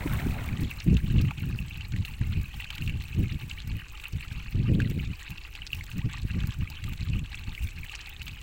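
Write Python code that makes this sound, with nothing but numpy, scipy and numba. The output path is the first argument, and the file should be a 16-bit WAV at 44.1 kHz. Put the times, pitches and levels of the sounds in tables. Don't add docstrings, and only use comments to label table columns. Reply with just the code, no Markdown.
import sys
import numpy as np
from scipy import signal
from scipy.fft import rfft, irfft, next_fast_len
from scipy.io import wavfile
from scipy.ndimage import uniform_filter1d, map_coordinates
from numba import njit

SR = 44100
rng = np.random.default_rng(int(sys.argv[2]) if len(sys.argv) > 2 else 0)


def store_pcm(level_fs):
    pcm = np.round(np.clip(level_fs, -1, 1) * 32767).astype(np.int16)
    wavfile.write(sys.argv[1], SR, np.atleast_2d(pcm).T)


N = 371322
TIME = np.arange(N) / SR

# t/s, churn level/dB, spray level/dB
SPLASH_LEVELS = [(0, -42, -50.5), (0.14, -41.5, -47), (0.27, -46, -50), (0.47, -46.5, -56),
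                 (0.62, -55.5, -60.5), (0.8, -58.5, -70), (1.2, -85, -65), (2.6, -120, -82),
                 (3.0, -120, -120)]
# t/s, level/dB
FLOW_LEVELS = [(0, -58), (0.7, -49), (1.7, -50), (2.2, -50), (2.6, -47.5), (3.2, -49.5), (4.15, -51.5),
               (4.35, -47.5), (4.9, -53), (5.35, -47.5), (5.5, -53.5), (6.2, -48.5), (6.6, -50),
               (7.75, -50), (8.0, -45.5), (8.15, -51)]
FIZZ_LEVELS = [(0, -51.5), (1.1, -63.5), (2.7, -61), (3.4, -63), (5.5, -64), (6.3, -65), (6.8, -63),
               (7.4, -65.5), (8.42, -61.5)]
BREEZE_LEVELS = [(0, -43), (0.3, -36), (0.8, -39), (1.4, -34), (1.75, -42), (2.4, -35.5), (2.65, -41),
                 (3.1, -39), (3.6, -41), (4.0, -49.5), (4.5, -38), (5.5, -53.5), (5.8, -41), (6.5, -38),
                 (6.78, -45), (7.25, -37.5), (7.4, -41.5), (8.05, -50.5), (8.42, -45.5)]
# t/s, hold/s, pressure level/dB, eddy speed relative to the breeze
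GUSTS = [(0.115, 0.061, -27.5, 0.83), (0.232, 0.066, -27.5, 1), (0.47, 0.084, -30.5, 1.07),
         (0.603, 0.055, -30.5, 1.25), (0.86, 0.027, -21, 0.91), (0.918, 0.03666, -16.5, 0.87),
         (1.023, 0.094, -27, 0.87), (1.133, 0.12, -22.5, .97), (1.261, 0.037, -26, 0.86),
         (1.424, 0.19, -32.5, 1.05), (1.937, 0.067, -28, 0.95), (2.212, 0.2, -27.5, 0.88),
         (2.793, 0.17, -30.5, 0.91), (3.163, 0.079, -24.5, 1.06), (3.315, 0.023, -29, 0.87),
         (3.646, 0.12, -31, .95), (4.125, 0.047, -31.5, 0.96), (4.55, 0.11, -23.5, 0.99),
         (4.69, 0.13, -23.5, 1.27), (4.821, 0.16, -29, 1.39), (5.002, 0.13, -34, 1.06),
         (5.305, 0.022, -37, 1.14), (5.962, 0.0267, -29, 1.02), (6.049, 0.02045, -26.5, 1.1),
         (6.235, 0.017, -28, 0.85), (6.309, 0.073, -28.5, 0.96), (6.418, 0.075, -26.5, 0.92),
         (6.595, 0.029, -27, 0.84), (6.835, 0.08, -33, 0.92), (7.005, 0.037, -29.5, 0.9),
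         (7.075, 0.093, -28.5, 0.86), (7.458, 0.032, -32.5, 0.86), (7.613, 0.053, -31, 0.69)]
# t/s, level/dB, bubble f/Hz, relative tick level/dB
DROPS = [(0.3082, -27.5, 2400, -32), (0.488, -24.5, 2250, -39), (0.6474, -29.5, 3150, -35),
         (0.7118, -24, 2510, -33), (0.968, -21.5, 2840, -28.5), (1.291, -33, 2626, -45),
         (1.3087, -22.5, 2420, -36), (1.5884, -23, 2700, -51), (1.809, -25.5, 2715, -46),
         (1.9615, -29.5, 1932, -26), (2.0494, -23, 2677, -27.5), (2.601, -22, 2733, -57),
         (2.6433, -24, 2471, -32), (2.7033, -20, 2856, -27.5), (2.78, -24.5, 2927, -28),
         (2.821, -23, 2726, -61), (2.8761, -21.5, 2650, -34), (2.895, -24, 2669, -32.5),
         (3.5122, -22.5, 2809, -33), (3.9981, -27.5, 2563, -28.5), (4.0381, -25.5, 2514, -28),
         (4.2079, -26.5, 2518, -33), (4.801, -18.5, 1622, -32), (4.8184, -23.5, 2557, -34),
         (5.4497, -28, 2645, -45), (5.5514, -25.5, 2669, -27.5), (5.6191, -24, 2863, -57),
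         (5.667, -40, 2655, -14.5), (5.7308, -13.5, 2750, -49), (5.8094, -25, 2110, -38),
         (5.915, -27, 2684, -29.5), (6.181, -31.5, 2608, -24), (6.4033, -25.5, 3124, -29),
         (6.6745, -25.5, 2331, -40), (6.8383, -37.5, 2730, -13), (6.9331, -36, 2680, -18.5),
         (7.134, -25, 2667, -42), (7.3445, -22, 2531, -34), (7.5495, -25.5, 2758, -30),
         (7.6226, -32, 2610, -29), (7.687, -29, 2390, -38), (7.8954, -23.5, 2680, -37),
         (7.9203, -27, 2560, -33), (7.9507, -27, 2609, -30), (8.2166, -23.5, 2670, -28.5),
         (8.2793, -25.5, 2460, -22), (8.294, -29, 2510, -38)]
# t/s, peak level/dB, starting f/Hz
PLOPS = [(0.074, -27, 2100), (0.1336, -31, 1700), (0.444, -36.5, 1120), (1.308, -30.5, 1237),
         (3.818, -35.5, 1650), (6.141, -37.5, 1093), (6.3, -33.5, 1679), (6.438, -37, 1429)]
SNAPS = [(0.1353, -21, 14900), (0.802, -25, 4800), (1.2144, -29, 4430), (3.498, -30, 4113),
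         (5.667, -22.5, 4516), (5.7479, -33, 7420), (7.3535, -32, 6517), (7.9536, -24.5, 6168)]
GURGLES = [(0.595, -53, 669), (4.630, -55, 641.6), (5.996, -53.5, 639)]
PLINKS = [(6.346, -40.5, 2248), (6.915, -48, 2347), (7.057, -43, 2366), (7.577, -30.5, 2450),
          (7.832, -33, 2593), (7.843, -40, 2058)]
# t/s, level/dB
WIND_FLICKS = [(0.062, -23), (0.268, -22.5), (0.632, -25.5), (0.868, -26), (0.93, -21), (3.19, -25),
               (4.791, -26), (6.365, -29.5)]
SPATTERS = [(1.195, -42.5), (2.332, -40.5), (3.112, -51.5), (3.305, -45.5), (3.80, -44), (4.06, -39),
            (4.237, -43.5), (4.674, -46.5), (4.86, -43), (4.993, -41), (5.268, -41), (6.772, -47)]
SPRAY_LANDINGS = [(1.213, -39), (1.773, -48), (2.753, -44), (3.674, -43), (4.898, -43), (5.304, -41.5),
                  (5.73, -42), (5.747, -42), (5.838, -42.5), (5.980, -42.5), (6.471, -39.5), (6.7, -40),
                  (8.092, -48)]
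# f/Hz, relative level/dB
CHURN_SPECTRUM = [(250, 23.5), (450, 0), (750, 2.5), (1200, 0), (2200, 0), (3200, -9), (3700, -9),
                  (5000, -24), (8000, -36)]
FOAM_SPECTRUM = [(3000, -13.5), (6000, -14.5), (8300, -11.5), (10500, -16.5), (13000, -15.5), (15500, -6.5)]
WATER_SPECTRUM = [(300, -36), (600, -23.5), (800, -13), (1300, -12), (2050, -7.5), (2450, -1), (2800, -1),
                  (3350, -14.5), (4200, -13), (5000, -23.5), (8000, -18.5), (8500, -25), (11000, -37),
                  (15500, -31)]
TICK_SPECTRUM = [(500, -13.5), (1500, 4.5), (2700, 11), (3400, 8), (4300, 7.5), (5000, -4.5), (7900, -1),
                 (8600, -12.5), (11500, -12.5), (15500, -11)]
BUFFET_SPECTRUM = [(15, -10), (45, -1.5), (90, 2), (150, -3.5), (220, -13.5), (300, -23), (450, -38),
                   (700, -50), (1500, -86.5)]
FLICK_SPECTRUM = [(70, -3), (160, 3), (280, -2), (450, -19.5), (650, -30), (2000, -52)]
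AIR_SPECTRUM = [(15, -3.5), (45, 2.5), (90, -15), (170, -37.5), (300, -24.5), (600, -38.5), (2000, -49)]
SPRAY_SPECTRUM = [(1500, -8), (4500, -3), (7900, -6), (8600, -15), (11500, -10), (15300, 0), (16500, -21)]

GUST_ATTACK_S, GUST_RELEASE_S = .011, .02
BRIGHTENING, CALM_PRESSURE_DB = .16, -31


def undb(db):
    return 10 ** (np.asarray(db) / 20)


def unit(x):
    return x / np.sqrt(np.mean(x ** 2))


def curves(table):
    s, *columns = np.transpose(table)
    return [np.interp(TIME, s, c) for c in columns]


def colour(x, spectrum):
    size = 2 * next_fast_len(len(x) // 2 + 2048)
    hz, db = np.transpose(spectrum)
    bins = np.maximum(np.arange(size // 2 + 1) * SR / size, 1)
    gain = undb(np.interp(np.log(bins), np.log(hz), db))
    cepstrum = irfft(np.log(gain))
    cepstrum[1:size // 2] *= 2
    cepstrum[size // 2 + 1:] = 0
    return irfft(rfft(x, size) * np.exp(rfft(cepstrum)))[:len(x)]


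def noise(spectrum):
    return unit(colour(rng.standard_normal(N), spectrum))


def wander(per_s):
    step = int(SR / per_s)
    held = rng.standard_normal(N // 20)[np.arange(N) // step]
    return unit(uniform_filter1d(held, step))


def steady(x, seconds):
    width = int(seconds * SR)
    power = uniform_filter1d(uniform_filter1d(x ** 2, width), width)
    return x / np.sqrt(power + 1e-12)


def swells(table, half_width_s):
    return sum(undb(db) * np.exp(-((TIME - s) / half_width_s) ** 2) for s, db in table)


def clusters(count, members, spread_s):
    centres = (np.arange(count) + 2 * rng.random(count) - 1) / count * N / SR
    return (centres[:, None] + spread_s * rng.standard_normal((count, members))).ravel() % (N / SR)


@njit
def bubbles(start, hz, cycles, glide, peak):
    out = np.zeros(N)
    for k in range(len(start)):
        first, rise, phase = int(start[k] * SR), cycles[k] * SR / hz[k], 0.
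        for i in range(max(0, -first), min(int(4 * rise), N - first)):
            age = i / rise
            phase += 2 * np.pi * hz[k] * (1 + glide[k] * age) / SR
            out[first + i] += peak[k] * age ** 2 * np.exp(2 - 2 * age) * np.sin(phase)
    return out


def bubble_cloud(start, low_hz, high_hz, cycles, spread_db):
    hz = low_hz * (high_hz / low_hz) ** rng.random(len(start))
    length, slide, loud = rng.standard_normal((len(start), 3)).T
    peak = hz * undb(spread_db * np.minimum(loud, 2))
    return bubbles(start, hz, cycles * np.exp(.5 * length), 0.027 * slide, peak)


def splash():
    churn_db, spray_db = curves(SPLASH_LEVELS)
    cloud = colour(bubble_cloud(rng.random(2600), 400, 4500, cycles=2.1, spread_db=5.5), CHURN_SPECTRUM)
    cloud /= np.std(cloud[:SR])
    churn = undb(0.5) * cloud + undb(1.0) * noise(CHURN_SPECTRUM)
    churn *= undb(churn_db + 1.5 * wander(per_s=58.3))
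    return churn + noise(FOAM_SPECTRUM) * undb(spray_db)


def trickle():
    flow_db, = curves(FLOW_LEVELS)
    near = clusters(count=210, members=18, spread_s=0.0076)
    patter = unit(colour(bubble_cloud(near, 797, 5290, cycles=2.2, spread_db=6), WATER_SPECTRUM))
    far = rng.random(12000) * N / SR
    wash = unit(colour(bubble_cloud(far, 550, 7960, cycles=4.08, spread_db=3.5), WATER_SPECTRUM))
    spray = clusters(count=170, members=12, spread_s=0.0029)
    snaps = unit(colour(bubble_cloud(spray, 2660, 8830, cycles=0.86, spread_db=11.5), TICK_SPECTRUM))
    bed = undb(-4.5) * wash + undb(-9) * noise(WATER_SPECTRUM)
    surge_db = 1.27 * wander(per_s=20)
    return (undb(-1.5) * steady(patter, 0.12) + bed + undb(-8) * snaps) * undb(flow_db + surge_db)


def foam():
    fizz_db, = curves(FIZZ_LEVELS)
    flurries = clusters(count=190, members=12, spread_s=0.0014)
    bursts = colour(bubble_cloud(flurries, 11500, 17400, cycles=0.71, spread_db=2.5), FOAM_SPECTRUM)
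    bursts = unit(bursts * undb(3.3 * wander(per_s=65)))
    singles = rng.random(5000) * N / SR
    prickle = unit(colour(bubble_cloud(singles, 5160, 18900, cycles=4.5, spread_db=10.5), FOAM_SPECTRUM))
    mist = noise(FOAM_SPECTRUM) * undb(4.5 * wander(per_s=90))
    fizz = undb(-2.5) * mist + undb(-5.5) * prickle + undb(-0.5) * bursts
    return fizz * undb(fizz_db + 4.5 * wander(per_s=22))


def airflow():
    breeze_db, = curves(BREEZE_LEVELS)
    power = undb(breeze_db + 3 * wander(per_s=20)) ** 2
    weighted_speed = power.copy()
    for arrival, hold, db, eddy_speed in GUSTS:
        before, after = np.maximum(arrival - TIME, 0), np.maximum(TIME - arrival - hold, 0)
        gust = undb(db) * np.exp(-before / GUST_ATTACK_S - after / GUST_RELEASE_S)
        power += gust ** 2
        weighted_speed += eddy_speed * gust ** 2
    pressure_db = 10 * np.log10(power) + 2 * wander(per_s=42)
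    return pressure_db, weighted_speed / power * undb(BRIGHTENING * (pressure_db - CALM_PRESSURE_DB))


def wind():
    pressure_db, speed = airflow()
    turbulence = steady(noise(BUFFET_SPECTRUM), 0.046)
    eddies = map_coordinates(turbulence, [np.cumsum(speed) % (N - 1)], order=3, mode="wrap")
    eddies += 0.15 * (eddies ** 2 - 1)
    flicks = swells(WIND_FLICKS, half_width_s=0.0067) * steady(noise(FLICK_SPECTRUM), 0.026)
    return eddies * undb(pressure_db) + flicks + undb(-44.5) * noise(AIR_SPECTRUM)


def pops(table, cycles, second_db):
    s, db, hz = np.transpose(table)
    each = np.ones(len(s))
    lag, pitch = rng.random((len(s), 2)).T
    first = bubbles(s, hz, cycles * each, 0.006 * each, undb(db))
    second_hz = hz * (.7 + .5 * pitch)
    return first + bubbles(s + 0.0084 * lag, second_hz, cycles * each, 0.011 * each, undb(db + second_db))


def drops():
    s, db, hz, tick_db = np.transpose(DROPS)
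    cycles = np.clip(0.5 - 0.059 * tick_db, 1, 12)
    notes = bubbles(s, hz, cycles, np.full(len(s), .01), undb(db - 4))
    for lag, pitch in rng.random((4, 2, len(s))):
        droplet_hz = hz * (0.857 + .22 * pitch)
        notes += bubbles(s - .01 + 0.036 * lag, droplet_hz, cycles, np.zeros(len(s)), undb(db - 25.5))
    hits = np.bincount(((s + 0.00115) * SR).astype(int), undb(db + tick_db + 25.5), N)
    age = TIME[:N // 500] / .0013
    crackle = signal.lfilter(age * np.exp(1 - age), 1, hits) * rng.standard_normal(N)
    return notes + colour(hits + undb(-12.5) * crackle, TICK_SPECTRUM)


def gurgles(cycles=15., glide=.47):
    s, db, hz = np.transpose(GURGLES)
    return bubbles(s, hz, np.full(len(s), cycles), np.full(len(s), glide), undb(db))


def spatters():
    times = rng.random(6000) * N / SR
    cloud = colour(bubble_cloud(times, 1173, 4580, cycles=2.7, spread_db=8), WATER_SPECTRUM)
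    return steady(cloud, 0.03) * swells(SPATTERS, half_width_s=0.018)


def spray_crackles(rise_s=0.0014):
    s, db = np.transpose(SPRAY_LANDINGS)
    age = TIME[:N // 400] / rise_s
    landings = np.bincount((s * SR).astype(int), undb(db), N)
    return signal.lfilter(age * np.exp(1 - age), 1, landings) * noise(SPRAY_SPECTRUM)


def plinks(cycles=5.1, glide=-0.072):
    s, db, hz = np.transpose(PLINKS)
    return bubbles(s, hz, np.full(len(s), cycles), np.full(len(s), glide), undb(db))


def banks(x, t60_s, wet_db):
    age = TIME[:N // 60]
    tail = rng.standard_normal(len(age)) * np.exp(-np.log(1000) * age / t60_s) * (age > .002)
    return x + undb(wet_db) * signal.fftconvolve(x, tail / np.linalg.norm(tail))[:N]


def scene():
    events = drops() + plinks() + gurgles() + spatters() + spray_crackles()
    events += pops(PLOPS, cycles=1.3, second_db=-2)
    events += pops(SNAPS, cycles=0.78, second_db=-1.5)
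    water = banks(trickle() + events, t60_s=0.028, wet_db=-11)
    return (water + foam() + splash() + wind())[None]


def record(dry):
    return signal.sosfilt(signal.ellip(10, .2, 70, 15900, fs=SR, output="sos"), dry)


dry = scene()
out = record(dry)
store_pcm(out)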